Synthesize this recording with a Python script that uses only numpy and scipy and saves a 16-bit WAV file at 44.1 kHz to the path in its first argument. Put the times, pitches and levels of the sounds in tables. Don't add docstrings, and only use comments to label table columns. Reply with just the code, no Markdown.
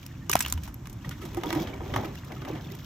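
import sys
import numpy as np
from scipy import signal
from scipy.fft import rfft, irfft, next_fast_len
from scipy.io import wavfile

SR = 44100
rng = np.random.default_rng(int(sys.argv[2]) if len(sys.argv) > 2 else 0)


def transcribe(u):
    v = np.clip(np.atleast_2d(u).T, -1, 1)
    q = np.round(v * 32767).astype(np.int16)
    wavfile.write(sys.argv[1], SR, q)


N = 125685
T = np.arange(N) / SR
FFT_SIZE = next_fast_len(N + 8192)
HZ = np.maximum(np.fft.rfftfreq(FFT_SIZE, 1 / SR), 1)

CRACKS = [(.029, 0.0037, -71, -44, -51), (.0638, 0.0018, -65, -45, -32), (.2957, 0.0027, -28, -36, -14.5),
          (.3155, 0.0013, -33.5, -39, -14.5), (.3295, 0.0023, -47, -19, -20),
          (.3342, 0.0015, -27, -29, -15.5), (.3541, 0.0021, -19, -21.5, -16.5),
          (.365, 0.0058, -36, -29, -32), (.3765, .001, -48, -44, -33), (.3908, 0.0028, -55, -60, -24),
          (.4055, 0.0052, -34, -26, -20.5), (.4235, 0.0055, -58, -61, -26), (.4497, 0.0017, -32, -30, -39),
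          (.4617, 0.0021, -30, -26, -33), (.482, .003, -58, -44, -30), (.499, 0.0039, -41, -48, -30),
          (.5248, 0.0012, -28.5, -53, -16), (.537, 0.0019, -46, -53, -33), (.576, 0.0055, -44, -44, -46.5),
          (.634, 0.01, -66, -48, -38), (.6759, 0.014, -42.5, -51, -46), (.7422, 0.0023, -60, -71, -39.5),
          (.856, 0.0046, -45, -45.5, -50), (.8709, 0.0018, -42, -40, -40), (.8969, 0.0046, -69, -62, -41),
          (.9283, .005, -72, -69, -42.5), (1.0925, 0.0013, -53, -40, -28.5),
          (1.3465, 0.0013, -35.5, -39, -37), (1.9612, 0.0009, -15, -39, -45),
          (2.155, 0.0017, -48, -41, -39.5), (2.248, 0.0016, -64, -61, -40), (2.75, 0.0042, -67, -51, -41.5)]
ICE_MODES = [(2330, -49, 0.057), (2570, -36.5, 0.04), (3000, -37, 0.042), (5670, -45, 0.06),
             (12100, -28, 0.025)]
CRUNCH_ENVELOPE = [(0, -54.5), (.285, -63), (.3, -34.5), (.345, -42), (.37, -41), (.42, -41.5), (.46, -41),
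                   (.52, -45), (.6, -61), (.66, -46), (.75, -87), (.87, -60), (1, -83), (2.85, -65)]
CRUNCH_SPECTRUM = [(650, -2.5), (1100, -9), (2000, -7.5), (2800, -2), (4000, 1), (7000, -4), (10000, -23),
                   (12500, -7.5), (16000, 3.5)]
CLINKS = [(0.2964, 6180, -31, 0.0025), (0.296, 6840, -22.5, .003), (0.2975, 1196, -20.5, 0.0042),
          (0.2991, 2950, -28, 0.0091), (0.33, 1560, -21, 0.0033), (0.334, 5820, -20.5, 0.0045),
          (0.333, 2440, -15.5, 0.002), (0.3913, 12400, -29, .005), (0.4057, 7850, -13.5, 0.0029),
          (0.4066, 980, -28, 0.0044), (0.405, 1607, -24, 0.004), (0.427, 2720, -38, 0.017),
          (0.4498, 2840, -19, 0.0019), (0.461, 3000, -37, 0.0053), (0.524, 7200, -27, 0.0033),
          (0.5255, 1004, -29.5, 0.0054), (.576, 958, -36, 0.0063), (.578, 3000, -47, 0.0084),
          (0.7428, 12640, -33, 0.002)]
SNAPS = [(0.061, -38), (0.3149, -9), (.3345, -15), (0.3552, -8), (0.391, -15), (.407, -15), (0.462, -16),
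         (0.5248, -6.5), (0.8712, -29.5), (1.0925, -27), (1.3472, -23.5), (1.435, -25), (1.504, -32),
         (1.9615, -20)]
SNAP_SPECTRUM = [(1500, -22), (4000, -4), (7000, 3), (12500, -2), (16000, 2)]
BUMPS = [(1.0467, 0.021, -48.5, -44, -52), (1.1096, 0.019, -65, -40.5, -47), (1.2153, 0.031, -59, -46, -48),
         (1.252, 0.0046, -42.5, -46, -41), (1.3695, 0.0079, -35.5, -42, -40.5),
         (1.4348, 0.0031, -28, -27, -37), (1.4588, 0.0025, -35, -50, -37), (1.504, 0.0026, -28, -24.5, -35),
         (1.5266, 0.0047, -30, -25.5, -30), (1.5496, 0.005, -33.5, -36, -37),
         (1.6718, 0.015, -55, -39, -53), (1.7362, 0.0083, -40, -46, -64), (1.8055, 0.0041, -36.5, -54, -63),
         (1.8594, 0.0036, -50, -43, -59), (1.9377, 0.0092, -28, -30.5, -55),
         (1.9615, 0.0046, -23, -29.5, -43), (2.046, 0.0064, -42, -37, -48),
         (2.3203, 0.0031, -38.5, -37.5, -43), (2.4186, 0.0055, -39.5, -42, -57),
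         (2.449, 0.0058, -36, -40.5, -46), (2.551, 0.029, -56, -45.5, -62)]
CHUNK_MODES = [(335, -24.5, 0.09), (770, -40.5, 0.18), (964, -36.5, 0.12), (1253, -29.5, 0.056),
               (2230, -26, 0.0091), (3360, -40.5, 0.02)]

SLOSH_ENVELOPE = [(0, -77), (.93, -59), (1.02, -75), (1.08, -47), (1.17, -65), (1.24, -42.5), (1.32, -52),
                  (1.46, -38), (1.57, -37.5), (1.7, -41), (1.78, -45.5), (1.9, -40), (1.98, -40),
                  (2.08, -40), (2.2, -61), (2.32, -44.5), (2.39, -51), (2.5, -41), (2.64, -52), (2.73, -45),
                  (2.85, -71)]
SLOSH_SPECTRUM = [(180, 8.5), (320, 10), (480, 1), (800, -1.5), (1300, -11), (2200, -13.5), (3500, -19.5),
                  (5000, -46), (7000, -48), (15000, -30)]
SPRAY_ENVELOPE = [(0, -83), (1.0, -62.5), (1.25, -55), (1.42, -51), (1.54, -39.5), (1.66, -47.5),
                  (1.8, -61.5), (1.9, -49.5), (1.97, -46), (2.1, -51), (2.22, -55), (2.5, -54), (2.68, -52),
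                  (2.85, -54)]
SPRAY_SPECTRUM = [(1500, -35), (3300, 8), (5000, 4.5), (7000, -0.5), (10000, -18), (13000, 0.5), (16000, 6)]
GLUGS = [(.297, 385, -31, 0.0043), (.3537, 720, -8, 0.0015), (.355, 894, -11.5, 0.00082),
         (.3535, 248, -17.5, 0.0014), (1.238, 335, -34, 0.0086), (1.372, 340, -23.5, 0.0079),
         (1.434, 928, -30, 0.0085), (1.465, 305, -22.5, 0.0045), (1.524, 335, -28.5, 0.0079),
         (1.558, 307, -18.5, 0.008), (1.603, 345, -35, 0.0055), (1.812, 335, -33.5, 0.0073),
         (1.9612, 280, -26, .004), (2.049, 319, -31, 0.0075), (2.498, 347, -28, 0.0042),
         (2.526, 304, -28, 0.0083), (2.712, 343, -39, 0.0052)]
THUDS = [(.205, 150, -51, 0.0086), (.45, 69.3, -33, 0.058), (.545, 79, -21.5, 0.013),
         (.68, 55, -33.5, 0.014), (.92, 51, -45, .018), (1.075, 133, -28.5, 0.0056),
         (1.465, 174, -35.5, 0.0092), (1.55, 134, -31.5, 0.017), (1.607, 165, -23.5, 0.0037),
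         (1.8, 60.6, -31.5, 0.0062), (1.921, 85, -27, 0.005), (1.958, 112, -29.5, 0.016),
         (1.985, 204, -31.5, 0.0085), (2.525, 154, -35, 0.013)]
WAVES = [(1.425, -44, .016), (1.524, -38, 0.043), (1.956, -32.5, 0.022), (2.03, -39, 0.0093),
         (2.299, -42, 0.012), (2.467, -38.5, 0.014), (2.53, -44, .025)]
WAVE_SPECTRUM = [(220, 0.5), (400, -3), (550, -2.5), (850, 2), (1400, -11), (3000, -24), (5000, -35)]
DRIPS = [(.112, 1830, -48, 0.0026), (.215, 1774, -51, 0.0089), (1.045, 1875, -38, 0.0027),
         (1.046, 1174, -35.5, 0.0011), (1.111, 1416, -42, 0.0052), (1.214, 1270, -43.5, 0.0068),
         (1.372, 765, -31.5, .005), (1.434, 3520, -33, 0.0014), (1.469, 3350, -33.5, 0.0012),
         (1.502, 1900, -33, 0.0041), (1.591, 3380, -39, 0.002), (1.597, 2270, -37, 0.002),
         (1.671, 3660, -39, .0015), (1.733, 2270, -36.5, 0.0022), (1.806, 795, -47, 0.0021),
         (1.808, 460, -35, 0.0047), (1.9605, 1300, -21, 0.0018), (1.9605, 1790, -28, 0.0018),
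         (2.045, 2310, -40, 0.0033), (2.172, 2750, -46, 0.0033), (2.318, 2110, -40.5, 0.0022),
         (2.365, 1270, -40.5, 0.0029), (2.417, 1464, -45, 0.0053), (2.474, 830, -40, 0.0049),
         (2.502, 500, -32, 0.0035), (2.645, 3550, -44, .002), (2.67, 3400, -43, 0.0017),
         (2.702, 1990, -47, 0.0036)]
TRICKLE_ENVELOPE = [(0, -62), (.3, -62), (.7, -80), (1.0, -60), (1.3, -57), (1.6, -49), (1.8, -55.5),
                    (2.05, -54.5), (2.25, -53), (2.6, -52), (2.85, -55)]
DROP_SPECTRUM = [(900, -0.5), (2000, 12), (3300, 12), (4500, 3), (7000, -30)]

RUMBLE_ENVELOPE = [(0, -41.5), (.25, -38.5), (.55, -38.5), (.75, -40.5), (1.3, -37.5), (1.75, -40.5),
                   (1.98, -33), (2.2, -41.5), (2.55, -37.5), (2.85, -40.5)]
RUMBLE_SPECTRUM = [(25, -19), (45, -7), (70, -4.5), (125, 1), (170, -6), (240, -9.5), (310, -12.5),
                   (420, -29.5), (700, -28)]
HISS_ENVELOPE = [(0, -59), (.2, -57.5), (.6, -55.5), (.76, -57), (.97, -56.5), (1.3, -53), (2.2, -55),
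                 (2.85, -56.5)]
HISS_SPECTRUM = [(400, -6), (1000, 5), (2000, -4), (3200, -8.5), (5000, -9.5), (6500, -8), (8000, -8),
                 (10000, -33), (12500, -11), (16000, -21)]

STEREO_WIDTH = [(60, -46), (140, -26), (270, -14.5), (500, -7), (1200, -13), (2500, -5), (6000, -3),
                (9000, -22), (11000, -15.5), (15000, -6)]
PORT_BALANCE = [(200, -0.5), (350, -2.5), (700, 2.5), (1250, 0.5), (2300, -6.5), (2900, 3.5), (3700, -4),
                (5300, 0.5), (6500, -0.5)]
PORT_PHASE = [(200, 0), (750, -0.9), (1500, -0.47), (2600, 0.81), (3300, 0.33), (4000, 0.5), (5600, 0),
              (7400, 1.57), (8500, 2.5), (11500, 3.5), (13900, 6.5), (16500, 3)]
MIC_RESPONSE = [(100, -0.5), (3300, -2), (4700, -7), (5500, -1.5), (7300, -3), (9300, 1), (10500, 0),
                (12300, 2), (16000, -11)]


def cracks():
    return contacts(CRACKS, ICE_MODES, edges_hz=[850, 1500, 4000, 15000], decay_scales=[1.34, 1, 0.93],
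                    rise_s=0.0001, tail_db=-27, tail_s=0.011, direct_db=0, grit_db=5.5)


def crunch(t60_cycles=6, splinter_db=-4.5):
    crumbs = stereo(colour(grains(per_s=3500, spread_db=6), CRUNCH_SPECTRUM))
    clicks = grains(per_s=1500, spread_db=3.5)
    rings = scatter_rings(clicks, np.geomspace(1100, 7500, 24), t60_cycles)
    splinters = stereo(rms_one(sum(tone for _, tone in rings)))
    return level(CRUNCH_ENVELOPE) * (crumbs + from_db(splinter_db) * splinters)


def snaps(decay_s=0.001):
    bursts = sum(from_db(db) * (T >= s) * np.exp(-np.maximum(T - s, 0) / decay_s) for s, db in SNAPS)
    return stereo(bursts * noise(SNAP_SPECTRUM) / 2)


def clinks():
    out = np.zeros(N)
    for start_s, hz, db, decay_s in CLINKS:
        t = np.maximum(T - start_s, 0)
        out += from_db(db) * np.exp(-t / decay_s) * np.sin(2 * np.pi * hz * t)
    return out


def floating_chunks():
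    return contacts(BUMPS, CHUNK_MODES, edges_hz=[380, 1250, 4000, 15500], decay_scales=[1.25, 1, 1],
                    rise_s=0.00031, tail_db=-22, tail_s=0.02, direct_db=-1, grit_db=2.5)


def contacts(rows, modes, edges_hz, decay_scales, rise_s, tail_db, tail_s, direct_db, grit_db):
    forces = np.zeros((3, N))
    scales = np.array(decay_scales)[:, None]
    for start_s, decay_s, *band_db in rows:
        t = np.maximum(T - start_s, 0)
        attack = 1 - np.exp(-t / rise_s)
        body = np.exp(-t / (decay_s * scales)) / np.sqrt(scales)
        tail = from_db(tail_db) * np.exp(-t / tail_s)
        forces += from_db(band_db)[:, None] * attack * (body + tail)
    direct = np.zeros((2, N))
    for force, low_hz, high_hz in zip(forces, edges_hz, edges_hz[1:]):
        band = signal.butter(2, [low_hz, high_hz], "band", fs=SR, output="sos")
        fractures = rms_one(rng.standard_normal((2, N)) * from_db(grit_db * rng.standard_normal(N)))
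        makeup_gain = np.sqrt(SR / 2 / (high_hz - low_hz))
        direct += makeup_gain * signal.sosfilt(band, force * fractures)
    ringing = sum(from_db(db) * ring(direct, hz, t60_s) for hz, db, t60_s in modes)
    return stereo(from_db(direct_db) * direct + ringing / 2)


def glugs():
    return pan(pulses(GLUGS, rise_per_s=0.76), left_db=-1)


def slosh(t60_cycles=16, bubble_db=-2, wash_db=-1.5):
    clicks = grains(per_s=590, spread_db=2.5)
    rings = scatter_rings(clicks, np.geomspace(280, 4500, 30), t60_cycles)
    bubbles = rms_one(sum(tone * hz * from_db(at_hz(SLOSH_SPECTRUM, hz)) for hz, tone in rings))
    wash = colour(grains(per_s=5000, spread_db=3.5), SLOSH_SPECTRUM)
    surge = level(SLOSH_ENVELOPE) * spurts(per_s=180, depth_db=0.5)
    return surge * (from_db(bubble_db) * bubbles + from_db(wash_db) * wash)


def spray():
    envelope = level(SPRAY_ENVELOPE) * spurts(per_s=220, depth_db=5.5)
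    return envelope * colour(grains(per_s=5100, spread_db=5), SPRAY_SPECTRUM)


def spurts(per_s, depth_db):
    knots_s = np.cumsum(rng.exponential(1 / per_s, 2000))
    return rms_one(from_db(depth_db * np.interp(T, knots_s, rng.standard_normal(len(knots_s)))))


def tank(x, t60_s=0.12, delay_s=0.004, lowpass_hz=2460, echo_db=-5.5):
    echoes = rng.standard_normal((2, N)) * from_db(-60 * T / t60_s) * (T > delay_s)
    echoes /= np.sqrt(np.sum(echoes ** 2) / 2)
    response = rfft(echoes, FFT_SIZE) / (1 + 1j * HZ / lowpass_hz)
    return x + from_db(echo_db) * shape(x, response)


def thuds():
    return pulses(THUDS, rise_per_s=0)


def waves():
    flow = sum(swell(np.maximum(T - start_s, 0), db, swell_s) for start_s, db, swell_s in WAVES)
    return stereo(flow * noise(WAVE_SPECTRUM))


def drips():
    return pulses(DRIPS, rise_per_s=2)


def trickle(drops_per_s=750, t60_cycles=47, spread_db=2.8):
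    out = np.zeros((2, N + SR))
    t = np.arange(SR // 20) / SR
    low_hz, high_hz = DROP_SPECTRUM[0][0], DROP_SPECTRUM[-1][0]
    for when, pitch, size, place in rng.random((int(drops_per_s * N / SR), 4)):
        start = int(when * N)
        hz = low_hz * (high_hz / low_hz) ** pitch
        db = at_hz(DROP_SPECTRUM, hz) - spread_db * np.log(max(size, 0.03))
        drop = from_db(db - 60 * t * hz / t60_cycles) * chirp(t, hz, rise_per_s=2)
        out[:, start:start + len(t)] += pan(drop, left_db=10 * place)
    return level(TRICKLE_ENVELOPE) * rms_one(out[:, :N])


def background():
    rumble = level(RUMBLE_ENVELOPE) * noise(RUMBLE_SPECTRUM)
    hiss = level(HISS_ENVELOPE) * noise(HISS_SPECTRUM)
    return stereo(rumble + hiss)


def grains(per_s, spread_db):
    sizes = from_db(spread_db * np.minimum(rng.exponential(1, (2, N)), 4))
    return sizes * rng.choice([-1, 1], (2, N)) * (rng.random((2, N)) < per_s / SR)


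def scatter_rings(clicks, pitches_hz, t60_cycles):
    choice = rng.integers(0, len(pitches_hz), N)
    return [(hz, ring(clicks * (choice == k), hz, t60_cycles / hz)) for k, hz in enumerate(pitches_hz)]


def ring(x, hz, t60_s):
    radius, step_rad = from_db(-60 / (t60_s * SR)), 2 * np.pi * hz / SR
    return signal.lfilter([0, np.sin(step_rad)], [1, -2 * radius * np.cos(step_rad), radius ** 2],
                          x + 1e-18)


def pulses(rows, rise_per_s):
    out = np.zeros(N)
    for start_s, hz, db, swell_s in rows:
        t = np.maximum(T - start_s, 0)
        out += swell(t, db, swell_s) * chirp(t, hz, rise_per_s)
    return out


def swell(t, peak_db, swell_s):
    return from_db(peak_db) * t / swell_s * np.exp(1 - t / swell_s)


def chirp(t, hz, rise_per_s):
    return np.sin(2 * np.pi * hz * t * (1 + rise_per_s * t / 2))


def noise(spectrum):
    return colour(rng.standard_normal((2, N)), spectrum)


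def colour(x, spectrum):
    low_hz, high_hz = spectrum[0][0], spectrum[-1][0]
    rolloff = 1 / np.sqrt((1 + (low_hz / HZ) ** 6) * (1 + (HZ / high_hz) ** 6))
    return rms_one(shape(x, from_db(at_hz(spectrum, HZ)) * rolloff))


def shape(x, response):
    return irfft(rfft(x, FFT_SIZE) * response, FFT_SIZE)[..., :N]


def stereo(pair):
    side = shape(pair[1], from_db(at_hz(STEREO_WIDTH, HZ)))
    return np.array([pair[0] + side, pair[0] - side])


def pan(x, left_db):
    return x * from_db([[left_db / 2], [-left_db / 2]])


def level(envelope):
    return from_db(np.interp(T, *np.transpose(envelope)))


def at_hz(rows, hz):
    knots_hz, values = np.transpose(rows)
    return np.interp(np.log(hz), np.log(knots_hz), values)


def from_db(db):
    return 10 ** (np.asarray(db) / 20)


def rms_one(x):
    return x / np.sqrt(np.mean(x ** 2) + 1e-20)


def scene():
    ice = crunch() + cracks() + clinks() + floating_chunks()
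    water = tank(slosh() + spray())
    surges = stereo(water) + glugs() + thuds() + waves()
    return ice + surges + drips() + background() + trickle() + snaps()


def record(dry, cutoff_hz=15900):
    left_gain = from_db(at_hz(PORT_BALANCE, HZ) / 2)
    ports = np.array([left_gain, np.exp(-1j * at_hz(PORT_PHASE, HZ)) / left_gain])
    heard = shape(dry, ports * from_db(at_hz(MIC_RESPONSE, HZ)))
    lowpass = signal.ellip(10, 0.2, 80, cutoff_hz, fs=SR, output="sos")
    return signal.sosfilt(lowpass, heard)


dry = scene()
out = record(dry)
transcribe(out)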